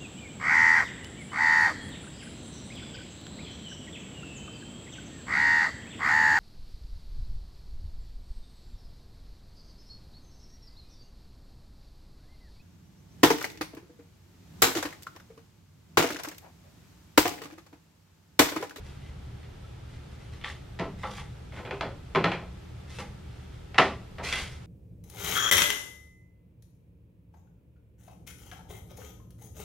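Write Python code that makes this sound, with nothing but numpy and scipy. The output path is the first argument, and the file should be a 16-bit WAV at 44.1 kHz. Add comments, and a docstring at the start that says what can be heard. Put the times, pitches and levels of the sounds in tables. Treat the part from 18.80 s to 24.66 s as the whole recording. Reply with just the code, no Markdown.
"""A machine's steady rumble and hum come first, with faint scrapes of plastic on a steel wire shelf.
Bottles in a small pantry are then lifted, nudged, slid and set down, the last landing the loudest.
Each impact excites the resonances of a thin shell and of the room; heavy ones leave the shelf droning.
Sliding bottles rasp by stick-slip friction, and squeezed panels buckle with a ping."""
import sys
import numpy as np
from scipy import signal
from scipy.fft import rfft, irfft, next_fast_len
from scipy.io import wavfile
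from scipy.ndimage import uniform_filter1d, minimum_filter1d, map_coordinates

SR = 44100
rng = np.random.default_rng(int(sys.argv[2]) if len(sys.argv) > 2 else 0)


def waveform_to_disk(signal):
    """Save audio, clipped to [-1, 1], as 16-bit WAV at the path in sys.argv[1]."""
    frames = np.transpose(np.atleast_2d(signal))
    scaled = np.clip(frames, -1, 1) * 32767
    samples = np.round(scaled).astype(np.int16)
    wavfile.write(sys.argv[1], SR, samples)


N = 258426

# spectra of the machine's rumble and of moving air: frequency_hz, gain_db
RUMBLE_SPECTRUM = [(12, -50), (20, -12), (76, -2), (96, -6), (125, -3), (147, -6), (162, -15), (189, -9.5),
                   (208, -20), (268, -20), (289, -19), (348, -26.5), (400, -31), (520, -52), (880, -120)]
AIR_SPECTRUM = [(180, -37), (300, -14), (353, -1), (657, -9.5), (1330, -12), (3360, -17), (8390, -29),
                (13000, -37.5), (14900, -53)]
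# pantry resonances that colour the air: centre_hz, width_hz, lift_db
AIR_MODES = [(820, 90, 3), (1060, 70, -4), (1320, 70, 4.5), (3480, 200, 2)]
# motor tones and a faint electric whine: pitch_hz, rms_db
HUM_TONES = [(74.5, -52.5), (115, -55)]
WHINE_TONES = [(13020, -86)]
# stereo width of the background and of the room response: frequency_hz, side_gain_db
BACKGROUND_WIDTH = [(60, -29), (110, -28), (200, -6), (400, 1), (2300, -3.5), (7800, -1), (14400, 7.5)]
ROOM_WIDTH = [(100, -43), (400, -23.5), (3300, -15), (4200, -5), (7500, 2.5), (11000, 8.5), (14500, 18)]
# reverberation time: frequency_hz, t60_s
ROOM_T60 = [(100, 0.52), (260, 0.43), (700, 0.33), (1840, 0.3), (4850, 0.34), (12000, 0.45)]
# colour of the reverberation: frequency_hz, gain_db
ROOM_SPECTRUM = [(150, 10.5), (500, 9), (1500, 1), (6000, -1.5)]

# modes of the wire shelf: pitch_hz, level_db, t60_s
SHELF_MODES = [(180, -48.5, 2.4), (203.5, -42, .7)]
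# weight landing on the shelf: start_s, gain_db
SHELF_LOADS = [(1.998, 3), (2.24, 1), (3.36, 4.5), (4.19, -0.5), (4.983, -4)]
# spectra of a thin shell when dragged and when struck: frequency_hz, gain_db
SCRAPE_SPECTRUM = [(100, -13.5), (350, -14.5), (600, -13.5), (1200, -8), (1800, -4.5), (2600, -4.5),
                   (4200, -7), (7000, -14.5), (10000, -21.5), (13000, -33), (15000, -45)]
KNOCK_SPECTRUM = [(50, -64), (110, -2.5), (190, -1.5), (400, 1), (1000, 0.5), (2000, -2), (3000, -6.5),
                  (4000, -11.5), (5000, -16), (7000, -26.5), (10000, -38.5), (15000, -61)]
# resonances of a dragged shell and of the three struck bottles: centre_hz, width_hz, lift_db
SCRAPE_MODES = [(1520, 150, 3), (2050, 150, 6.5), (2650, 200, 2), (3250, 300, 3.5)]
TALL_MODES = [(385, 24, 5), (480, 30, 2.5), (662, 30, 8.5), (745, 20, 4), (1036, 22, 7), (1158, 40, 5.5),
              (1323, 28, 8.5), (1550, 90, -4), (1835, 50, 4), (1970, 90, 6.5), (2650, 90, 3.5)]
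SPRAY_MODES = [(170, 44, 6), (385, 45, 4), (500, 70, 3), (660, 40, 2), (820, 45, 2.5), (1045, 50, 4),
               (1130, 70, -5), (1310, 40, 4), (1470, 50, 4), (2040, 50, 4), (2170, 50, 3), (2420, 90, 5),
               (2780, 120, 2), (3360, 220, 6), (3720, 180, -4), (4100, 300, 2)]
NEIGHBOUR_MODES = [(493, 80, 11), (690, 80, -4), (828, 80, 11), (1157, 66, 10.5), (1320, 40, 9),
                   (1850, 110, 3), (2060, 150, 6.3), (3540, 290, 9)]
# slides over wires and neighbours: start_s, length_s, final_db, fade_t60_s, treble_db
SLIDES = [(0.02, .08, -56.5, .3, 0), (0.2, .09, -61, .2, -2), (1.06, .08, -63, .6, 0),
          (1.3, .02, -60, .15, 0), (1.39, .05, -61, .35, 0), (1.515, .04, -53.5, .22, -4),
          (1.625, .08, -47, .09, -.5), (2.175, .225, -49.3, .11, 1), (2.715, .06, -55.5, .4, 0),
          (2.92, .06, -59.5, .24, 0), (3.22, .02, -62, .2, 0), (4.07, .11, -51.5, .13, 2),
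          (4.18, .024, -41.5, .06, 4.5), (4.47, .14, -64, .3, -1), (4.715, .02, -60, .2, 0),
          (5.423, .075, -35.3, .22, -1.5), (5.509, .02, -31.8, .3, -.5), (5.55, .055, -41, .3, 0),
          (5.71, .02, -57, .2, 4)]
# squeezed panels snapping through, and a dragged bottle's shell ringing out: start_s, peak_db, pitch_hz, t60_s
SNAPS = [(0.843, -55, 1330, .06), (1.6385, -39, 3300, .012), (1.6447, -23.5, 1860, .014),
         (1.6465, -33, 3300, .012), (1.682, -36, 1830, .016), (1.6995, -33, 1780, .014),
         (5.527, -22, 2300, .005), (5.529, -33, 2035, .3), (5.568, -31, 3200, .014)]
# boom of the body and ring of the walls after a landing: start_s, pitch_hz, level_db, t60_s
HOLLOW_NOTES = [(1.996, 174, -31, .26), (2.911, 505, -38, .25), (2.926, 400, -30.5, .24),
                (3.010, 655, -32, .2), (3.010, 850, -32, .18), (3.356, 1065, -17, .05),
                (3.362, 176, -25, .22), (3.364, 381, -19.5, .2), (3.443, 175, -24.5, .28),
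                (3.443, 813, -30, .22), (3.443, 1312, -28, .2), (3.444, 1850, -31, .2),
                (3.522, 362, -35, .24), (4.985, 211, -30, .4), (4.985, 272, -31, .35),
                (4.985, 397, -28, .35), (4.983, 1159, -21, .28)]
# single taps on the bottles, a neighbour or the wires: start_s, level_db, thump_db, hardness_db, panel_hz,
# dry_db, bottle
TAPS = [(0.63, -44, -9, 17, 4500, 1, "neighbour"), (1.613, -35, -12, 18, 3000, 3, "neighbour"),
        (1.640, -28, -14, 7, 1230, 2, "neighbour"), (1.6445, -21, -24, 9.5, 3300, 2, "neighbour"),
        (1.676, -33, -24, 8, 3750, 2, "neighbour"), (2.234, -26.5, -14, -2, 2000, 1.5, "neighbour"),
        (2.238, -23.5, -14, -3, 1300, 2, "neighbour"), (2.382, -29.5, -22, 6, 900, 3, "neighbour"),
        (2.7225, -35, -2.5, 3, 580, 2, "spray"), (2.764, -33, 3, 4, 1520, 3, "spray"),
        (2.773, -32, -6, 5, 2100, 4, "spray"), (2.791, -30, -4, -4.5, 585, 3, "spray"),
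        (2.851, -27, -5, 2, 2500, 3, "spray"), (2.860, -33, -3, 6, 3800, 3, "spray"),
        (2.875, -30, 0, -4, 700, 4, "spray"), (3.030, -22.5, 2, -3, 560, 4, "spray"),
        (3.5172, -18.5, -11, 3.5, 3100, 2, "spray"), (3.519, -17.5, -11, 3.5, 2400, 2, "spray"),
        (3.620, -38.3, -3, -4, 690, 1, "spray"), (4.1868, -23.5, -3, 6, 955, 3, "neighbour"),
        (4.9445, -25, -5, 7, 820, 1, "tall"), (5.384, -27, -3, 4.5, 1600, 1, "tall"),
        (5.396, -31.5, -2.7, -9.5, 930, 1, "tall"), (5.5266, -16, -10, 16, 2590, 2, "neighbour"),
        (5.571, -25, -8, 13, 2300, 1, "neighbour")]
# bottles set down, rim first: start_s, rim_to_base_s, level_db, rim_gain_db, thump_db, hardness_db,
# crack_db, thud_db, panel_hz, panel_db, dry_db, bottle
LANDINGS = [(1.990, .006, -18, -6, -5, 0, 0, -34, 950, 5, 0, "tall"),
            (2.909, .001, -19, -7, -14, -3, -4, -52, 2550, 7, 3.5, "spray"),
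            (3.009, .001, -14, -7, -14, -2, -1, -50, 4350, 5, 3, "spray"),
            (3.3497, .008, -8.5, -2, -3.5, 0, -6, -28, 1070, 8, 0, "spray"),
            (3.441, .002, -5.5, -6, -10, -1.5, -4.5, -37, 4200, 4, .5, "spray"),
            (4.9812, .0036, 3.7, -7, -11.5, 1, -2.5, -44, 3000, 2, -.6, "tall")]

PANEL_DB, CRACK_DB = 6.3, -4  # panel resonance and treble of a plain touch
RIM_HARDER_DB, RIM_THUMP_DB = 4.6, 8.7  # the rim is brighter than the base and flexes the shell more
BASE_DRY_DB = 1.8  # the flat base slaps all at once and stands clear of the room
SETTLE_S, SETTLE_HASTE = .0067, .51  # base to thud for a 0 dB landing; a gentler one settles later
THUD_THUMP_DB, THUD_HARDNESS_DB, THUD_HZ = 7.6, -14.3, 172  # settling contents: heavy and dull


def amp(db):
    """Amplitude ratio of a level in decibels."""
    return 10 ** (np.asarray(db) / 20)


def unit(x):
    """Normalisation to an rms of 1."""
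    return x / np.sqrt(np.mean(x ** 2) + 1e-20)


def along(points, hz):
    """Interpolation of (frequency_hz, value) points on a logarithmic frequency axis."""
    frequencies, values = np.transpose(points)
    return np.interp(np.log(hz + 1), np.log(frequencies + 1), values)


def bell(hz, centre_hz, width_hz, db):
    """A resonance as a Lorentzian bump in decibels."""
    return db / (1 + (2 * (hz - centre_hz) / width_hz) ** 2)


def resonant(spectrum, modes, hz):
    """Gains in cascade add in decibels: a broad spectrum plus its resonances."""
    return along(spectrum, hz) + sum(bell(hz, *mode) for mode in modes)


def wobble(rate_hz):
    """Smooth random modulation: a spline through Gaussian knots."""
    knots = rng.standard_normal(int(N * rate_hz / SR) + 4)
    return map_coordinates(knots, [np.arange(N) * rate_hz / SR])


def coloured(x, spectrum):
    """Zero-phase filtering by a curve of (frequency_hz, gain_db) points."""
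    n = x.shape[-1]
    size = next_fast_len(n + 8192)
    gain = amp(along(spectrum, np.fft.rfftfreq(size, 1 / SR)))
    return irfft(rfft(x, size) * gain, size)[..., :n]


def whiten(x, width_hz):
    """Whitening: energy is spread evenly over frequency on scales wider than width_hz."""
    n = x.shape[-1]
    spectrum = rfft(x, 2 * n)
    power = abs(uniform_filter1d(abs(spectrum) ** 2, max(1, int(width_hz * 2 * n / SR))))
    return irfft(spectrum / np.sqrt(power + 1e-12))[..., :n]


def minimum_phase(db):
    """Folding the cepstrum gives an impulse response that starts at once and rings out."""
    cepstrum = irfft(np.log(amp(db)))
    half = len(cepstrum) // 2
    cepstrum[1:half] *= 2
    cepstrum[half + 1:] = 0
    return irfft(np.exp(rfft(cepstrum)))


def add(track, start_s, sound):
    """Superposition of a sound on a track."""
    part = track[..., round(start_s * SR):][..., :sound.shape[-1]]
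    part += sound[..., :part.shape[-1]]


def ring(hz, t60_s, rise_s, length_s=.5):
    """A damped mode: a sinusoid that swells and decays exponentially."""
    t = np.arange(round(length_s * SR)) / SR
    return np.sin(2 * np.pi * (hz * t + rng.random())) * amp(-60 * t / t60_s) * (1 - np.exp(-t / rise_s))


def wavering(tones):
    """Random amplitude and phase modulation make steady tones waver."""
    t = np.arange(N) / SR
    return sum(amp(db) * unit(amp(1.8 * wobble(11)) * np.sin(2 * np.pi * hz * t + .77 * wobble(7.9)))
               for hz, db in tones)


def machine_and_air(rumble_db=-44.8, air_db=-56.8, swell_db=.3):
    """Line spectra over broadband noise: hum and rumble swell together beside air hiss and a whine."""
    swell = amp(swell_db * wobble(1.2))
    rumble = swell * amp(rumble_db) * unit(coloured(rng.standard_normal((2, N)), RUMBLE_SPECTRUM))
    hz = np.fft.rfftfreq(4096, 1 / SR)
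    air_colour = np.column_stack([hz, resonant(AIR_SPECTRUM, AIR_MODES, hz)])
    air = amp(air_db + .4 * wobble(12)) * unit(coloured(rng.standard_normal((2, N)), air_colour))
    mid, side = rumble + air
    mid = mid + swell * wavering(HUM_TONES) + wavering(WHINE_TONES)
    return np.array([mid, coloured(side, BACKGROUND_WIDTH)])


def pantry(room_db, near_db=-2, direct_db=-4.5, near_t60_s=.012, near_rise_s=.0013, build_s=.002):
    """Room impulse response, mid and side: direct sound, scattering off the shelf, reverberation."""
    t = np.arange(SR * 2 // 5) / SR
    near_envelope = amp(-60 * t / near_t60_s) * (1 - np.exp(-t / near_rise_s))
    near = whiten(rng.standard_normal((2, len(t))) * near_envelope, width_hz=900)
    hz, frame_s, bands = signal.stft(rng.standard_normal((2, len(t))), SR, nperseg=256)
    decay = amp(-60 * frame_s / along(ROOM_T60, hz)[:, None])
    tail = signal.istft(bands * decay, SR, nperseg=256)[1][:, :len(t)]
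    wall = amp(1.8 * np.exp(-((t - .016) / .005) ** 2))  # the nearest wall answers after 16 ms
    tail = whiten(tail * wall * (1 - np.exp(-t / build_s)), width_hz=220)
    mid, side = amp(near_db) * near + amp(room_db) * coloured(tail, ROOM_SPECTRUM)
    mid[0] += amp(direct_db)
    return np.array([mid, coloured(side, ROOM_WIDTH)])


def shelf_drone():
    """Free vibration: the lightly damped wire deck rings on after taking a load."""
    out = np.zeros(N)
    for start_s, load_db in SHELF_LOADS:
        drone = sum(amp(db) * ring(hz, t60_s, rise_s=.023, length_s=2) for hz, db, t60_s in SHELF_MODES)
        add(out, start_s, amp(load_db) * drone)
    return out


def slide_envelope(start_s, length_s, final_db, fade_t60_s, grip_s=.02, press_db_per_s=25):
    """Friction noise follows the force: the hand takes hold, presses on and lets go."""
    t = np.arange(N) / SR - start_s
    shape_db = np.minimum(press_db_per_s * (t - length_s), -60 * (t - length_s) / fade_t60_s)
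    return np.clip(t / grip_s, 0, 1) * amp(final_db + shape_db)


def sliding(slips_per_s=3500, spread_db=2.8, catch_db=2):
    """Stick-slip friction: a dense run of tiny impulses rings the shell of a dragged bottle."""
    hz = np.fft.rfftfreq(8192, 1 / SR)
    shell = minimum_phase(resonant(SCRAPE_SPECTRUM, SCRAPE_MODES, hz))
    slipping = rng.random(N) < slips_per_s / SR
    slips = slipping * rng.standard_normal(N) * amp(spread_db * rng.standard_normal(N))
    catching = amp(catch_db * wobble(110))  # uneven grip on the wires
    rub = unit(signal.fftconvolve(slips * catching, shell)[:N])
    treble = coloured(rub, [(2500, -40), (5000, 0)])
    scrape = sum(slide_envelope(*shape) * (rub + (amp(treble_db) - 1) * treble)
                 for *shape, treble_db in SLIDES)
    out, hop = np.zeros((2, N)), SR // 20
    # the bottle travels, so the room answers each short stretch differently
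    for start in range(0, N - 2 * hop, hop):
        stretch = scrape[start:start + 2 * hop] * np.sqrt(np.hanning(2 * hop))
        if stretch.any():
            room = pantry(room_db=-1)
            room /= np.linalg.norm(room[0])
            add(out, start / SR, signal.fftconvolve(stretch[None], room, axes=1))
    return out


def panel_snaps():
    """Short pings: thin plastic snaps through under the fingers, or a dragged bottle's shell rings out, and the
    room echoes each ping."""
    out = np.zeros((2, N))
    for start_s, peak_db, hz, t60_s in SNAPS:
        ping = ring(hz, t60_s, rise_s=.0006)
        echoed = signal.fftconvolve(ping[None], pantry(room_db=-14, near_db=-11), axes=1)
        add(out, start_s, amp(peak_db) * echoed / abs(echoed[0]).max())
    return out


def hollow_notes():
    """Modal decay: a few modes of a bottle's body and walls outlast its landing."""
    out = np.zeros(N)
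    for start_s, hz, level_db, t60_s in HOLLOW_NOTES:
        add(out, start_s, amp(level_db) * ring(hz, t60_s, rise_s=.004))
    return out


def contacts():
    """Impact sequence: a tap is one blow; a landing is three, from rim, base and settling contents."""
    blows = [(*tap, PANEL_DB, CRACK_DB, bottle, dry_db) for *tap, dry_db, bottle in TAPS]
    for (start_s, rim_to_base_s, level_db, rim_gain_db, thump_db, hardness_db,
         crack_db, thud_db, panel_hz, panel_db, dry_db, bottle) in LANDINGS:
        base_s = start_s + rim_to_base_s
        settle_s = base_s + SETTLE_S * amp(-SETTLE_HASTE * level_db)
        shell = (panel_hz, panel_db, crack_db, bottle)
        rim = (start_s, level_db + rim_gain_db, thump_db + RIM_THUMP_DB, hardness_db + RIM_HARDER_DB,
               *shell, dry_db)
        base = (base_s, level_db, thump_db, hardness_db, *shell, dry_db + BASE_DRY_DB)
        thud = (settle_s, thud_db, THUD_THUMP_DB, THUD_HARDNESS_DB, THUD_HZ,
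                PANEL_DB, CRACK_DB, bottle, 0)
        blows += [rim, base, thud]
    return blows


def knocks(panel_q=8, crack_per_hardness=1.15):
    """Impulse excitation of a shell: weight adds bass thump, a harder contact adds clack and crack."""
    out, hz = np.zeros((2, N)), np.fft.rfftfreq(8192, 1 / SR)
    modes = {"tall": TALL_MODES, "spray": SPRAY_MODES, "neighbour": NEIGHBOUR_MODES}
    for blow in contacts():
        start_s, level_db, thump_db, hardness_db, panel_hz, panel_db, crack_db, bottle, dry_db = blow
        body_db = resonant(KNOCK_SPECTRUM, modes[bottle], hz)
        treble_db = crack_db + crack_per_hardness * hardness_db
        touch_db = along([(330, thump_db), (900, 0), (2200, hardness_db), (6000, treble_db)], hz)
        struck_panel_db = bell(hz, panel_hz, panel_hz / panel_q, panel_db)
        knock = minimum_phase(body_db + touch_db + struck_panel_db)
        knock *= amp(level_db) / abs(knock).max()
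        room = pantry(room_db=.3 - .2 * level_db - dry_db)  # lighter touches are more diffuse
        add(out, start_s, signal.fftconvolve(knock[None], room, axes=1))
    return out


def scene():
    """The sources superpose in mid and side; sum and difference give left and right."""
    mid, side = knocks() + panel_snaps() + sliding() + machine_and_air()
    mid = mid + hollow_notes() + shelf_drone()
    return np.array([mid + side, mid - side])


def record(dry, ceiling=.98, cutoff_hz=15050):
    """Peak limiting and band limiting: the gain dips briefly at high peaks, then a low-pass follows."""
    needed_gain = 1 / np.maximum(1, abs(dry).max(axis=0) / ceiling)
    gain = uniform_filter1d(minimum_filter1d(needed_gain, size=91), size=45)
    size = next_fast_len(N + SR // 2)
    passband = np.fft.rfftfreq(size, 1 / SR) < cutoff_hz
    return irfft(rfft(dry * gain, size) * passband, size)[:, :N]


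dry = scene()
out = record(dry)
waveform_to_disk(out)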